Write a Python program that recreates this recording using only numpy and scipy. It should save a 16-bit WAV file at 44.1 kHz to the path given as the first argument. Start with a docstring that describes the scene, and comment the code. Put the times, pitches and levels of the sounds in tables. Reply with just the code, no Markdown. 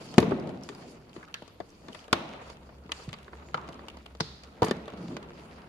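"""Clipping a car door panel together

Two hands press clips and a wiring connector home on a door trim panel lying in a workshop.
Each snap is a hard plastic crack on top of a hollow knock of the board; small fittings tick between them.
Sleeves and cables rub over the panel, a machine hums far off, and the hall rings on after loud blows."""
import sys
import numpy as np
from scipy import signal
from scipy.fft import rfft, irfft, next_fast_len
from scipy.io import wavfile
from scipy.ndimage import uniform_filter1d

SR = 44100
rng = np.random.default_rng(int(sys.argv[2]) if len(sys.argv) > 2 else 0)


def put_to_file(sound):
    """Save the sound as 16-bit audio at rate SR, in the file named by the first command-line argument."""
    columns = np.atleast_2d(sound).T  # one column per channel
    safe = np.clip(columns, -1, 1)
    whole_steps = np.round(safe * 32767)
    wavfile.write(sys.argv[1], SR, whole_steps.astype(np.int16))


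N = 250488


def from_db(db):
    """Turn decibels into a gain."""
    return 10 ** (np.asarray(db) / 20)


def rms_one(x):
    """Scale to an average level (rms) of 1."""
    return x / np.sqrt(np.mean(x ** 2) + 1e-20)


def energy_one(x):
    """Scale every row to an energy of 1."""
    return x / np.sqrt(np.sum(x ** 2, axis=-1, keepdims=True) + 1e-20)


def in_time(rows):
    """Join a table's timed points into one curve per column."""
    times, *columns = np.transpose(rows)
    return [np.interp(np.arange(N) / SR, times, column) for column in columns]


def at_hz(points, hz):
    """Read a table on a log-frequency axis."""
    freqs, values = np.transpose(points)
    return np.interp(np.log(hz), np.log(freqs), values)


def band(x, low, high, order=2):
    """Keep the sound between two frequencies."""
    edges = [max(low, 10), min(high, .45 * SR)]
    return signal.sosfilt(signal.butter(order, edges, "band", fs=SR, output="sos"), x)


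def lowpass(x, hz, order):
    """Soften the sound above a frequency."""
    return signal.sosfilt(signal.butter(order, hz, fs=SR, output="sos"), x)


def resonance(x, hz, t60):
    """Ring at one pitch; t60 is the time it takes to fade by 60 dB."""
    r = np.exp(-np.log(1000) / (t60 * SR))
    feedback = [1, -2 * r * np.cos(2 * np.pi * hz / SR), r * r]
    return signal.lfilter(np.array([1, 0, -1]) * (1 - r * r) / 2, feedback, x)


def stereo(mid, side, alike):
    """Mix two unrelated signals into a left and right of the given likeness (0-1)."""
    shared, apart = np.sqrt(1 + alike) * mid, np.sqrt(1 - alike) * side
    return np.stack([shared + apart, shared - apart], axis=-2)


def pan(db):
    """Two gains that make the left louder than the right by db."""
    return rms_one(from_db(db / 2 * np.array([[1], [-1]])))


def drift(rate):
    """Wander at random, heading for a new value `rate` times a second."""
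    knots = rng.standard_normal(4096)
    return rms_one(np.interp(np.arange(N) / SR * rate, np.arange(len(knots)), knots))


def add(out, s, sound):
    """Mix a sound in at s seconds."""
    at = round(s * SR)
    out[:, at:at + sound.shape[-1]] += sound[:, :N - at]


def steady(x, size=900):
    """Even out the swells of a noise, as the steady pressure of a hand does."""
    power = np.mean(np.atleast_2d(x) ** 2, axis=0)
    smoothed = uniform_filter1d(uniform_filter1d(power, size), size)
    return rms_one(x / np.sqrt(np.abs(smoothed) + 1e-12))


# how alike left and right are for sound from all around: f/Hz, likeness/0-1
STEREO_LIKENESS = [(60, 0.85), (250, 0.98), (500, 0.75), (1000, 0.03), (2000, 0.02), (14000, 0)]

def diffuse_bands(low_hz=0, high_hz=20000):
    """Noise from all around in half-octave bands, as (centre Hz, band)."""
    white = rng.standard_normal((2, 2, N))
    edges = 32 * 2 ** np.arange(0, 9.1, .5)
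    for k, (low, high) in enumerate(zip(edges, edges[1:])):
        hz = np.sqrt(low * high)
        if low_hz <= hz <= high_hz:
            yield hz, stereo(*band(white[k % 2], low, high), at_hz(STEREO_LIKENESS, hz)) / np.sqrt(2)


# tone of the workshop air: f/Hz, relative level/dB
AIR_TONE = [(35, -7), (70, -4), (95, -5.5), (135, -9), (220, -11), (400, -14.5), (1500, -35), (5000, -51),
            (11000, -42.5), (16000, -42)]

def air_noise(level_db=-60):
    """The workshop air makes a steady, low rush from all around."""
    size = next_fast_len(N)
    hz = np.maximum(np.arange(size // 2 + 1) * SR / size, 1)
    white = stereo(*rfft(rng.standard_normal((2, size))), at_hz(STEREO_LIKENESS, hz))
    rush = irfft(white * from_db(at_hz(AIR_TONE, hz)), size)[:, :N]
    return from_db(level_db) * rms_one(band(rush, 30, 17000))


# the motor's notes: f/Hz, base level/dB
MOTOR_NOTES = [(64.8, -60.5), (71.3, -61)]
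# how strongly the hum comes through: t/s, gain/dB
HUM_GAIN = [(0, -18), (1, -12), (2, -11.5), (2.5, 0.5), (3.6, 3.5), (5, 1), (5.68, -3)]

def machine_hum(waver_db=2.0, wander_rad=0.92):
    """Two low notes of a distant motor beat against each other."""
    t, notes = np.arange(N) / SR, 0
    for hz, db in MOTOR_NOTES:
        peak = np.sqrt(2) * from_db(db + waver_db * drift(10))
        phase = 2 * np.pi * hz * t + wander_rad * hz / MOTOR_NOTES[0][0] * drift(3.1)
        notes += peak * np.sin(phase)
    return notes * from_db(in_time(HUM_GAIN)[0])


def rub(tone, grip_db, flicker_db, grip_rate):
    """Rubbing noise: all bands swell together as cloth grips and slips, and each flickers a little."""
    grip = grip_db * drift(grip_rate)
    return rms_one(sum(noise * from_db(at_hz(tone, hz) + grip + flicker_db * drift(40))
                       for hz, noise in diffuse_bands(tone[0][0], tone[-1][0])))


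# tone of the board's rumble: f/Hz, relative level/dB
RUMBLE_TONE = [(30, -51), (80, -28), (130, 5), (200, 5.5), (300, 1), (450, -4.5), (650, -5), (1000, -74)]
# how strongly it rumbles: t/s, relative level/dB
RUMBLE_CURVE = [(0, -45.5), (0.2, -40.5), (0.35, -31), (0.48, -32.5), (0.72, -46.5), (0.85, -43.5),
                (1.05, -51.5), (1.68, -62.5), (1.88, -47.5), (2.06, -60), (2.17, -40), (2.45, -50.5),
                (3.2, -55), (3.72, -44), (4.3, -61), (4.6, -48.5), (4.9, -48.5), (5.03, -42), (5.67, -49.5)]

def board_rumble(gain_db=-4):
    """The board rumbles under moving hands and cables."""
    rumble = steady(rub(RUMBLE_TONE, grip_db=-3, flicker_db=1, grip_rate=16))
    return from_db(in_time(RUMBLE_CURVE)[0] + gain_db) * rumble


# tone of the scuffing: f/Hz, relative level/dB
SCUFF_TONE = [(350, 10), (650, 5.5), (1100, 6.5), (1700, -3), (2500, -3.5), (3400, -7), (5000, -89)]
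# how hard the hands rub: t/s, relative level/dB
SCUFF_CURVE = [(0, -50.5), (0.45, -51), (0.92, -52), (1.03, -59.5), (1.16, -51.5), (1.4, -58.5),
               (1.76, -60), (1.95, -48.5), (2.13, -57.5), (2.36, -43), (2.74, -59.5), (3.0, -50.5),
               (3.42, -53), (3.7, -48), (4.2, -59), (4.82, -49.5), (5.04, -46.5), (5.67, -52.5)]

def hand_scuff(gain_db=-3):
    """Hands and cables scuff across the panel."""
    scuff = rub(SCUFF_TONE, grip_db=2.5, flicker_db=2, grip_rate=70)
    return from_db(in_time(SCUFF_CURVE)[0] + gain_db) * scuff


def cable_crackle(per_s=70, spread_db=4, gain_db=-13, ring_cycles=5.5, pitches=8):
    """Cables and nails make tiny ticks at several pitches, stronger when the hands rub harder."""
    sizes = from_db(spread_db * np.minimum(rng.exponential(1, N), 3))
    taps = sizes * (rng.random(N) < per_s / SR) * rng.choice([-1, 1], (2, N))
    pitch_of_tap = rng.integers(0, pitches, N)
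    ticks = sum(resonance(taps * (pitch_of_tap == k) + 1e-18, hz, ring_cycles / hz) / np.sqrt(hz)
                for k, hz in enumerate(np.geomspace(700, 5000, pitches)))
    return from_db(in_time(SCUFF_CURVE)[0] + gain_db) * rms_one(band(ticks, 380, 6400))


# narrow treble peaks that colour the hiss and ticks: f/Hz, width/Hz, gain/dB
TREBLE_PEAKS = [(2900, 1100, 13.5), (4580, 510, 15.5), (5700, 1600, -2), (6770, 1400, 5), (9400, 520, 5.5)]

def treble_colour(x):
    """Add a few narrow treble peaks to a sound."""
    return x + sum(from_db(db) * resonance(x, hz, np.log(1000) / (np.pi * width))
                   for hz, width, db in TREBLE_PEAKS)


# tone of the cloth's hiss: f/Hz, relative level/dB
CLOTH_TONE = [(2200, -1), (3600, -1), (4800, 2), (6500, -3), (9500, -3.5), (12500, -16), (16000, -27)]
# sweeps of hiss, mostly a sleeve; those near 2.93 s and 4.64 s follow a snap and a clatter: t/s, length/s,
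# relative level/dB
HISS_SWEEPS = [(0.0, 0.14, -44), (0.622, 0.29, -50), (1.136, 0.033, -50.5), (1.681, 0.26, -56),
               (1.916, 0.1, -51), (2.41, 0.1, -49), (2.934, 0.1, -45), (4.636, 0.041, -43),
               (4.969, 0.16, -52), (5.334, 0.25, -56)]

def sleeve_swishes(rise_s=0.0053, fade_s=0.067, rustle_db=-61, gain_db=-9.5):
    """Sleeves brush the panel, and hiss follows a snap and a clatter: each sweep swells, holds and fades over a
    faint rustle."""
    t = np.arange(N) / SR
    power = from_db(rustle_db) ** 2
    for s, length, db in HISS_SWEEPS:
        rise, fade = (t - s) / rise_s, 1 - (t - s - length) / fade_s
        power += (from_db(db) * np.clip(np.minimum(rise, fade), 0, 1)) ** 2
    hiss = treble_colour(rub(CLOTH_TONE, grip_db=1, flicker_db=2.5, grip_rate=280))
    return np.sqrt(power) * from_db(gain_db) * rms_one(hiss)


# light touches of nails and small fittings: t/s, level/dB, f/Hz
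LIGHT_TOUCHES = [(0.114, -56, 4700), (0.398, -57, 4700), (0.635, -49.5, 5600), (0.749, -52, 4700),
                 (1.094, -61, 4400), (1.131, -57, 2980), (1.284, -60, 3160), (1.424, -56.5, 3080),
                 (1.703, -62.5, 5700), (1.883, -57, 3900), (1.93, -49.5, 3060), (1.95, -52, 3200),
                 (1.991, -53.5, 3140), (2.042, -56, 2980), (2.08, -56, 3180), (2.57, -62, 3000),
                 (3.13, -44, 3150), (3.186, -55, 2970), (3.23, -57, 2600), (3.679, -54, 2900),
                 (3.729, -54, 2920), (3.884, -43.5, 2830), (3.9, -50, 2950), (3.972, -60, 2930),
                 (4.062, -48.5, 2900), (4.857, -56.5, 3730), (4.88, -51.5, 3440), (4.902, -56, 3070),
                 (5.229, -55, 3030)]

def fingernail_ticks(rattle_t60=0.027, ping_t60=0.0062, ping_db=13):
    """Touches too weak to move the board: a brief, bright rattle and the ping of the part touched."""
    out, t = np.zeros((2, N)), np.arange(SR // 20) / SR
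    fade = from_db(-60 * t / rattle_t60)
    for s, db, hz in LIGHT_TOUCHES:
        rattle = rng.standard_normal((2, len(t))) * fade
        tick = lowpass(band(treble_colour(rattle), 1300, 22000), 3500, order=1)
        ping = resonance(rattle * fade, hz, ping_t60)
        touch = energy_one(energy_one(tick) + from_db(ping_db) * energy_one(ping))
        add(out, s, from_db(db) * touch * np.sqrt(SR / 100))  # level as if spread over 10 ms
    return out


# plastic hitting the panel: t/s, base level/dB, hardness/dB per band (tilt towards the treble),
# hollowness/dB (loss one band from the middle), left over right/dB
SNAPS = [(0.14, -44.5, -0.5, 0.3, 4), (0.181, -18, -2, 1.5, 1.5), (0.1808, -47.5, 6.5, -0.5, -4),
         (0.2018, -43.5, 3, 0, 4), (0.227, -30.5, -5, 4.5, 1), (0.309, -39.5, -6.5, 1, 6),
         (0.3185, -31.5, -14.5, 14, -9), (0.473, -49.5, -4.5, -0.5, 2), (0.492, -47.5, -5, 0, 12),
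         (0.689, -42, 2.5, 1.9, 1), (1.163, -46, -2.5, 2.5, 8), (1.342, -47.5, 9.5, 4, -4),
         (1.421, -49.5, -5, 1, 2), (1.478, -55.5, 0, 0, 9), (1.602, -42, -5.5, 2, 13),
         (1.884, -44.5, -1.5, 2.5, 5), (1.947, -44, 2, 3, 7), (2.081, -48, -6, 7.5, 4),
         (2.128, -25.5, 5, 2, 1), (2.1295, -25, 4, 3, 1), (2.5, -49.5, -0.5, 0.5, -5),
         (2.691, -50.5, -5, 7.5, 2), (2.893, -43.5, -4, 9, 2), (2.9185, -36, 7.5, 4, 0.5),
         (3.09, -49.5, 7, 4.5, 0), (3.129, -45, 5.5, 4, 4), (3.138, -42.5, 6.5, 7, -3),
         (3.28, -48, -1, 12.5, -4), (3.331, -41, -6, 14, -1), (3.5434, -33.5, 2.5, 5, 0.5),
         (3.575, -44.5, 1, 6.5, 2), (3.688, -49, -3, -0.5, 0), (3.792, -45, -1, 9, -1),
         (3.883, -45.5, 1, 4, 4), (3.97, -52, -2.5, 0, 0), (4.059, -49.5, -1, 3, 2),
         (4.15, -53, -2.5, 0.3, 3), (4.2009, -38, 1, 3, 12), (4.2049, -31.5, 1, 2, -1),
         (4.435, -57.5, 11, 4, 0), (4.6204, -30.5, -5.5, -0.1, 0), (4.6298, -30.5, -1.5, 1.5, -3),
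         (4.642, -32.5, -4, 2.5, 1), (4.6465, -47.5, 4.5, -0.5, 6), (4.661, -43, -6, 2, -3),
         (4.668, -39, -3, 7, -6), (4.675, -41, -5, 7, 2), (4.683, -39.5, -4, -1, 0),
         (4.694, -38.5, 2, 6, -8), (4.71, -42, 1.5, 0, 6), (4.7104, -29, -1, 3, 1),
         (4.767, -59, -5.5, -3, -3), (4.879, -41, -4.5, 6.5, 0), (4.935, -51, -6.5, -0.5, 0),
         (5.167, -40, -0.5, 1.5, -3), (5.227, -51, 1, 7, -7)]
# edges of a snap's five bands, from the flexing board up to the hard clip: f/Hz
BAND_EDGES = [118, 280, 750, 1900, 4500, 13000]
# the board's own strength in each band, low to high: gain/dB
BAND_GAINS = [-4, 2, -2.8, -1.6, -3.5]
# the rattle in each band: fade time/s, level over the first click/dB, left-right likeness/0-1
BAND_RATTLES = [(0.051, -7, 1), (0.048, 3, 0.8), (0.033, 31, 0.15), (0.033, 16.5, 0.05), (0.023, 74, 0)]
# pitches at which the board and its fittings ring: f/Hz, fade time/s, gain/dB
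PANEL_PITCHES = [(122, 0.024, 2.5), (183.5, 0.088, 10.5), (223.6, 0.056, 2.5), (332, 0.084, -2),
                 (444, 0.14, 2.5), (603, 0.066, -2.5), (922, 0.059, 3.5), (985, 0.043, 3), (1149, 0.017, 9),
                 (1447, 0.06, -0.5), (1790, 0.043, 1), (1998, 0.039, 0.5), (2480, 0.025, -6.5),
                 (3040, 0.025, -2), (3530, 0.025, 0), (4260, 0.048, 1), (4730, 0.01, 5),
                 (6680, 0.016, -0.5)]

def plastic_snaps(dull_hz=5200, touch_spread_db=3, max_lag_s=0.00019):
    """Each snap is a click and a short rattle that set the panel ringing."""
    times, levels, hardness, hollowness, pans = np.transpose(SNAPS)
    t, count = np.arange(SR // 9) / SR, len(times)
    # a click reaches the two microphones at slightly different moments
    arrival = np.round(rng.random((count, 2, 1)) * max_lag_s * SR)
    click = (np.arange(len(t)) == arrival) + 1e-18
    out, snaps = np.zeros((2, N)), 0
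    for k, (rattle_t60, rattle_db, alike) in enumerate(BAND_RATTLES):
        low, high = BAND_EDGES[k:k + 2]
        mid, side = rng.standard_normal((2, count, len(t))) * from_db(-60 * t / rattle_t60)
        force = click + from_db(rattle_db) * energy_one(stereo(mid, side, alike))
        ringing = force.copy()
        for hz, t60, db in PANEL_PITCHES:
            if low / 2 < hz < high * 2:
                # the spot touched sets how strongly each pitch answers
                touch_db = touch_spread_db * rng.standard_normal((count, 1, 1))
                ringing += from_db(db + touch_db) * resonance(force, hz, t60)
        rounded = lowpass(ringing, dull_hz, order=2)  # plastic gives, which dulls the crack
        crack = energy_one(band(rounded, low, high, order=3)) * np.sqrt(SR / 100)
        from_middle = k - 2
        band_db = levels + hardness * from_middle - hollowness * from_middle ** 2 + BAND_GAINS[k]
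        snaps += crack * from_db(band_db)[:, None, None]
    for s, pan_db, snap in zip(times, pans, snaps):
        add(out, s, snap * pan(pan_db))
    return out


# heavy pushes on the panel: t/s, relative level/dB
PUSHES = [(0.18, -50), (0.321, -51), (1.6, -58), (2.13, -48), (3.077, -51.5), (4.623, -39.5), (4.7, -52)]

def panel_rocking(low_hz=66, high_hz=104, high_db=13.5, t60=0.12):
    """A heavy push bounces the whole panel on its support for a few slow swings."""
    out, t = np.zeros((2, N)), np.arange(SR // 4) / SR
    swing = np.sin(2 * np.pi * low_hz * t) + from_db(high_db) * np.sin(2 * np.pi * high_hz * t)
    bounce = band(swing * from_db(-60 * t / t60), 47, 390)
    for s, db in PUSHES:
        add(out, s, from_db(db) * bounce[None])
    return out


# knocks, pitched by the spot that gives: t/s, relative level/dB, f/Hz, fade time/s, left over right/dB
KNOCKS = [(0.1801, 4, 210, 0.017, 1.5), (0.186, -4, 337, 0.026, 6), (0.198, -25, 110, 0.04, 2),
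          (0.225, -20, 434, 0.13, 9), (0.23, -26, 230, 0.026, 10), (0.256, -28, 223, 0.027, 6),
          (0.28, -17.5, 212, 0.039, 5), (0.3192, -14, 394, 0.044, 4), (0.329, -20.5, 260, 0.079, 3.5),
          (0.697, -34.5, 401, 0.087, 8), (1.164, -37, 358, 0.084, -1), (1.179, -33, 220, 0.018, 2),
          (1.603, -30.5, 390, 0.031, 30), (1.898, -36.5, 222, 0.076, 3), (2.128, -11, 235, 0.016, 2),
          (2.131, -30, 612, 0.12, 8), (2.137, -30.5, 338, 0.22, 5), (2.857, -32, 190, 0.022, 1),
          (3.079, -25, 154, 0.049, -2), (3.136, -41, 176, 0.095, 0), (3.544, -33.5, 152, 0.061, 1),
          (3.547, -32, 510, 0.053, 4), (4.208, -20.5, 158.6, 0.054, -1.5), (4.6211, -10.5, 471, 0.043, 1),
          (4.623, -21, 149, 0.071, -2), (4.641, -20.5, 440, 0.06, 2), (4.7112, -14, 400, 0.035, 2),
          (4.7144, -15, 215, 0.026, -0.5)]

def board_thuds(low_hz=105, high_hz=1100):
    """The board gives under a blow and swings back a few times; it sends out little deep bass."""
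    out, t = np.zeros((2, N)), np.arange(SR // 5) / SR
    for s, db, hz, t60, pan_db in KNOCKS:
        swing = -np.sin(2 * np.pi * hz * t) * from_db(db - 60 * t / t60)
        add(out, s, swing * pan(pan_db))
    return band(out + 1e-18, low_hz, high_hz)


# parts that sing on after a snap: t/s, level/dB, f/Hz, width/Hz, fade time/s
SINGING_PARTS = [(0.187, -35, 342, 200, 0.65), (0.184, -58, 11300, 2500, 0.32),
                 (0.2, -49, 4970, 3000, 0.32), (0.2006, -46, 10500, 5000, 0.035),
                 (1.228, -40, 1360, 744, 0.062), (1.275, -52, 1410, 397, 0.17),
                 (1.3418, -24, 2720, 690, 0.015), (1.341, -33, 4200, 400, 0.027),
                 (1.341, -32, 6160, 350, 0.015), (1.342, -47.5, 11100, 700, 0.025),
                 (1.34, -43, 1630, 600, 0.18), (1.343, -56, 3660, 1810, 1), (1.603, -30.5, 613, 352, 0.042),
                 (2.129, -15, 610, 160, 0.039), (2.135, -38.5, 770, 540, 1), (2.135, -55, 2900, 1200, 0.99),
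                 (2.129, -15, 1220, 520, 0.046), (2.919, -21, 3050, 800, 0.018),
                 (2.92, -36, 6700, 2500, 0.016), (2.918, -62, 7450, 1800, 0.95),
                 (3.28, -41, 1350, 500, 0.016), (3.5439, -15.5, 1000, 398, 0.019),
                 (3.5444, -21.5, 1380, 297, 0.026), (3.546, -41.5, 1100, 446, 0.74),
                 (3.576, -28.5, 1060, 500, 0.043), (4.2053, -9, 1040, 480, 0.0095),
                 (4.205, -22, 4700, 1420, 0.032), (4.207, -43, 4240, 1530, 0.75),
                 (4.621, -15, 920, 200, 0.064), (4.6305, -22, 860, 300, 0.029),
                 (4.63, -53, 12500, 5000, 0.23), (4.666, -35, 1510, 1600, 0.11)]

def ringing_parts():
    """Fittings and board ring at many close pitches, made here as fading bands of noise."""
    out = np.zeros((2, N))
    for s, db, hz, width, t60 in SINGING_PARTS:
        t = np.arange(round(np.clip(t60, .15, 1) * SR)) / SR
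        noise = stereo(*rng.standard_normal((2, len(t))), at_hz(STEREO_LIKENESS, hz))
        ring = rms_one(band(noise, hz - width / 2, hz + width / 2))
        add(out, s, from_db(db - 60 * t / t60) * ring)
    return out


# path of the squeak: t/s, f/Hz, level/dB
SQUEAK_CURVE = [(1.375, 10900, -110), (1.40, 11250, -78), (1.425, 11800, -88), (1.44, 11900, -115),
                (1.51, 12250, -115), (1.522, 12150, -77), (1.545, 11650, -75), (1.56, 11100, -86),
                (1.58, 10500, -115)]

def plastic_squeak(flutter_db=5, scatter_hz=220):
    """Plastic slides on plastic with two faint, broken chirps."""
    hz, db = in_time(SQUEAK_CURVE)
    gain = from_db(db + flutter_db * drift(160))
    pitch = hz + scatter_hz * drift(1500)
    return gain * np.sin(2 * np.pi * np.cumsum(pitch) / SR)


# loudness of the sliding connector: t/s, level/dB
SLIDE_CURVE = [(3.3, -105), (3.38, -90), (3.44, -68), (3.52, -73), (3.6, -80), (3.9, -105)]

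def connector_slide(hz=6880, t60=0.006, grip_db=3):
    """The connector is worked along its seat with a narrow, broken hiss."""
    gain = from_db(in_time(SLIDE_CURVE)[0] + grip_db * drift(70))
    return gain * rms_one(resonance(rng.standard_normal((2, N)), hz, t60))


# loudness of the dragging cable: t/s, level/dB
DRAG_CURVE = [(0, -110), (4.88, -110), (4.93, -52), (5.0, -41.5), (5.06, -42.5), (5.13, -37), (5.17, -43),
              (5.21, -110)]

def cable_drag(slips_per_s=420, low_hz=140, high_hz=340):
    """A cable drags over the board: many small slips keep its low pitches groaning."""
    slips = (rng.random(N) < slips_per_s / SR) * rng.choice([-1, 1], N) + 1e-18
    ringing = sum(from_db(db) * resonance(slips, hz, t60) for hz, t60, db in PANEL_PITCHES if hz < 700)
    groan = band(slips + ringing, low_hz, high_hz)
    return from_db(in_time(DRAG_CURVE)[0]) * steady(groan)


# how long the hall rings: f/Hz, fade time/s
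ECHO_FADE = [(100, 0.12), (300, 1.07), (1000, 0.8), (3000, 0.91), (6000, 0.71), (14000, 0.2)]
# strength of the echo next to the direct sound: f/Hz, level/dB
ECHO_LEVEL = [(70, -9), (200, -10), (450, -13.5), (1000, -11), (3000, -10), (6000, -23.5), (14000, -18)]

def hall_echo(x, build_s=0.00054, shortest_t60=0.2):
    """The hall stores each band's energy and lets it out as a fading wash of noise."""
    out, fill = 0, np.exp(-1 / (build_s * SR))
    for hz, noise in diffuse_bands():
        power = np.mean(band(x, hz / 2 ** .25, hz * 2 ** .25) ** 2, axis=0)
        t60 = max(at_hz(ECHO_FADE, hz), shortest_t60)
        keep = np.exp(-np.log(1e6) / (t60 * SR))  # share of energy left after one sample
        feedback = np.convolve([1, -keep], [1, -fill])
        stored = signal.lfilter([(1 - keep) * (1 - fill)], feedback, power + 1e-18)
        out += rms_one(noise) * np.sqrt(np.abs(stored)) * from_db(at_hz(ECHO_LEVEL, hz))
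    return out


def scene():
    """Snaps and ticks echo in the hall, over the rubbing, the hum and the air."""
    hits = plastic_snaps() + board_thuds() + cable_crackle() + fingernail_ticks()
    rubbing = board_rumble() + hand_scuff() + sleeve_swishes()
    air = air_noise()
    ringing = hall_echo(hits) + panel_rocking() + ringing_parts()
    sliding = cable_drag() + connector_slide() + plastic_squeak()
    return hits + ringing + rubbing + sliding + machine_hum() + air


def mic_opening(x, peaks):
    """The small channel in front of a microphone lifts and swallows narrow parts of the treble."""
    for hz, width, db in peaks:
        angle, half_gain = 2 * np.pi * hz / SR, from_db(db / 2)
        edge = np.sin(angle) * width / (2 * hz) * np.array([1, 0, -1])
        centre = np.array([1, -2 * np.cos(angle), 1])
        x = signal.lfilter(centre + edge * half_gain, centre + edge / half_gain, x)
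    return x


# peaks and dips of the left microphone's opening: f/Hz, width/Hz, gain/dB
LEFT_PEAKS = [(2300, 530, -1), (3050, 890, 0.5), (4700, 1200, -3.5), (8730, 4000, 2.5), (9200, 770, 3.5)]
# and of the right one: f/Hz, width/Hz, gain/dB
RIGHT_PEAKS = [(2270, 260, 2.5), (3200, 750, -2), (4920, 240, 0.5), (6830, 1050, 4.5), (8230, 1800, -7),
               (9300, 1300, -7), (12600, 1300, 2.5)]

def record(dry, soften_hz=14300, cutoff_hz=15800):
    """Each microphone colours its side, the top rolls off, and any peak too loud is clipped."""
    heard = np.array([mic_opening(dry[0], LEFT_PEAKS), mic_opening(dry[1], RIGHT_PEAKS)])
    clipped = np.clip(lowpass(heard, soften_hz, order=4), -1, 1)
    return signal.sosfilt(signal.ellip(10, .1, 90, cutoff_hz, fs=SR, output="sos"), clipped)


dry = scene()
out = record(dry)
put_to_file(out)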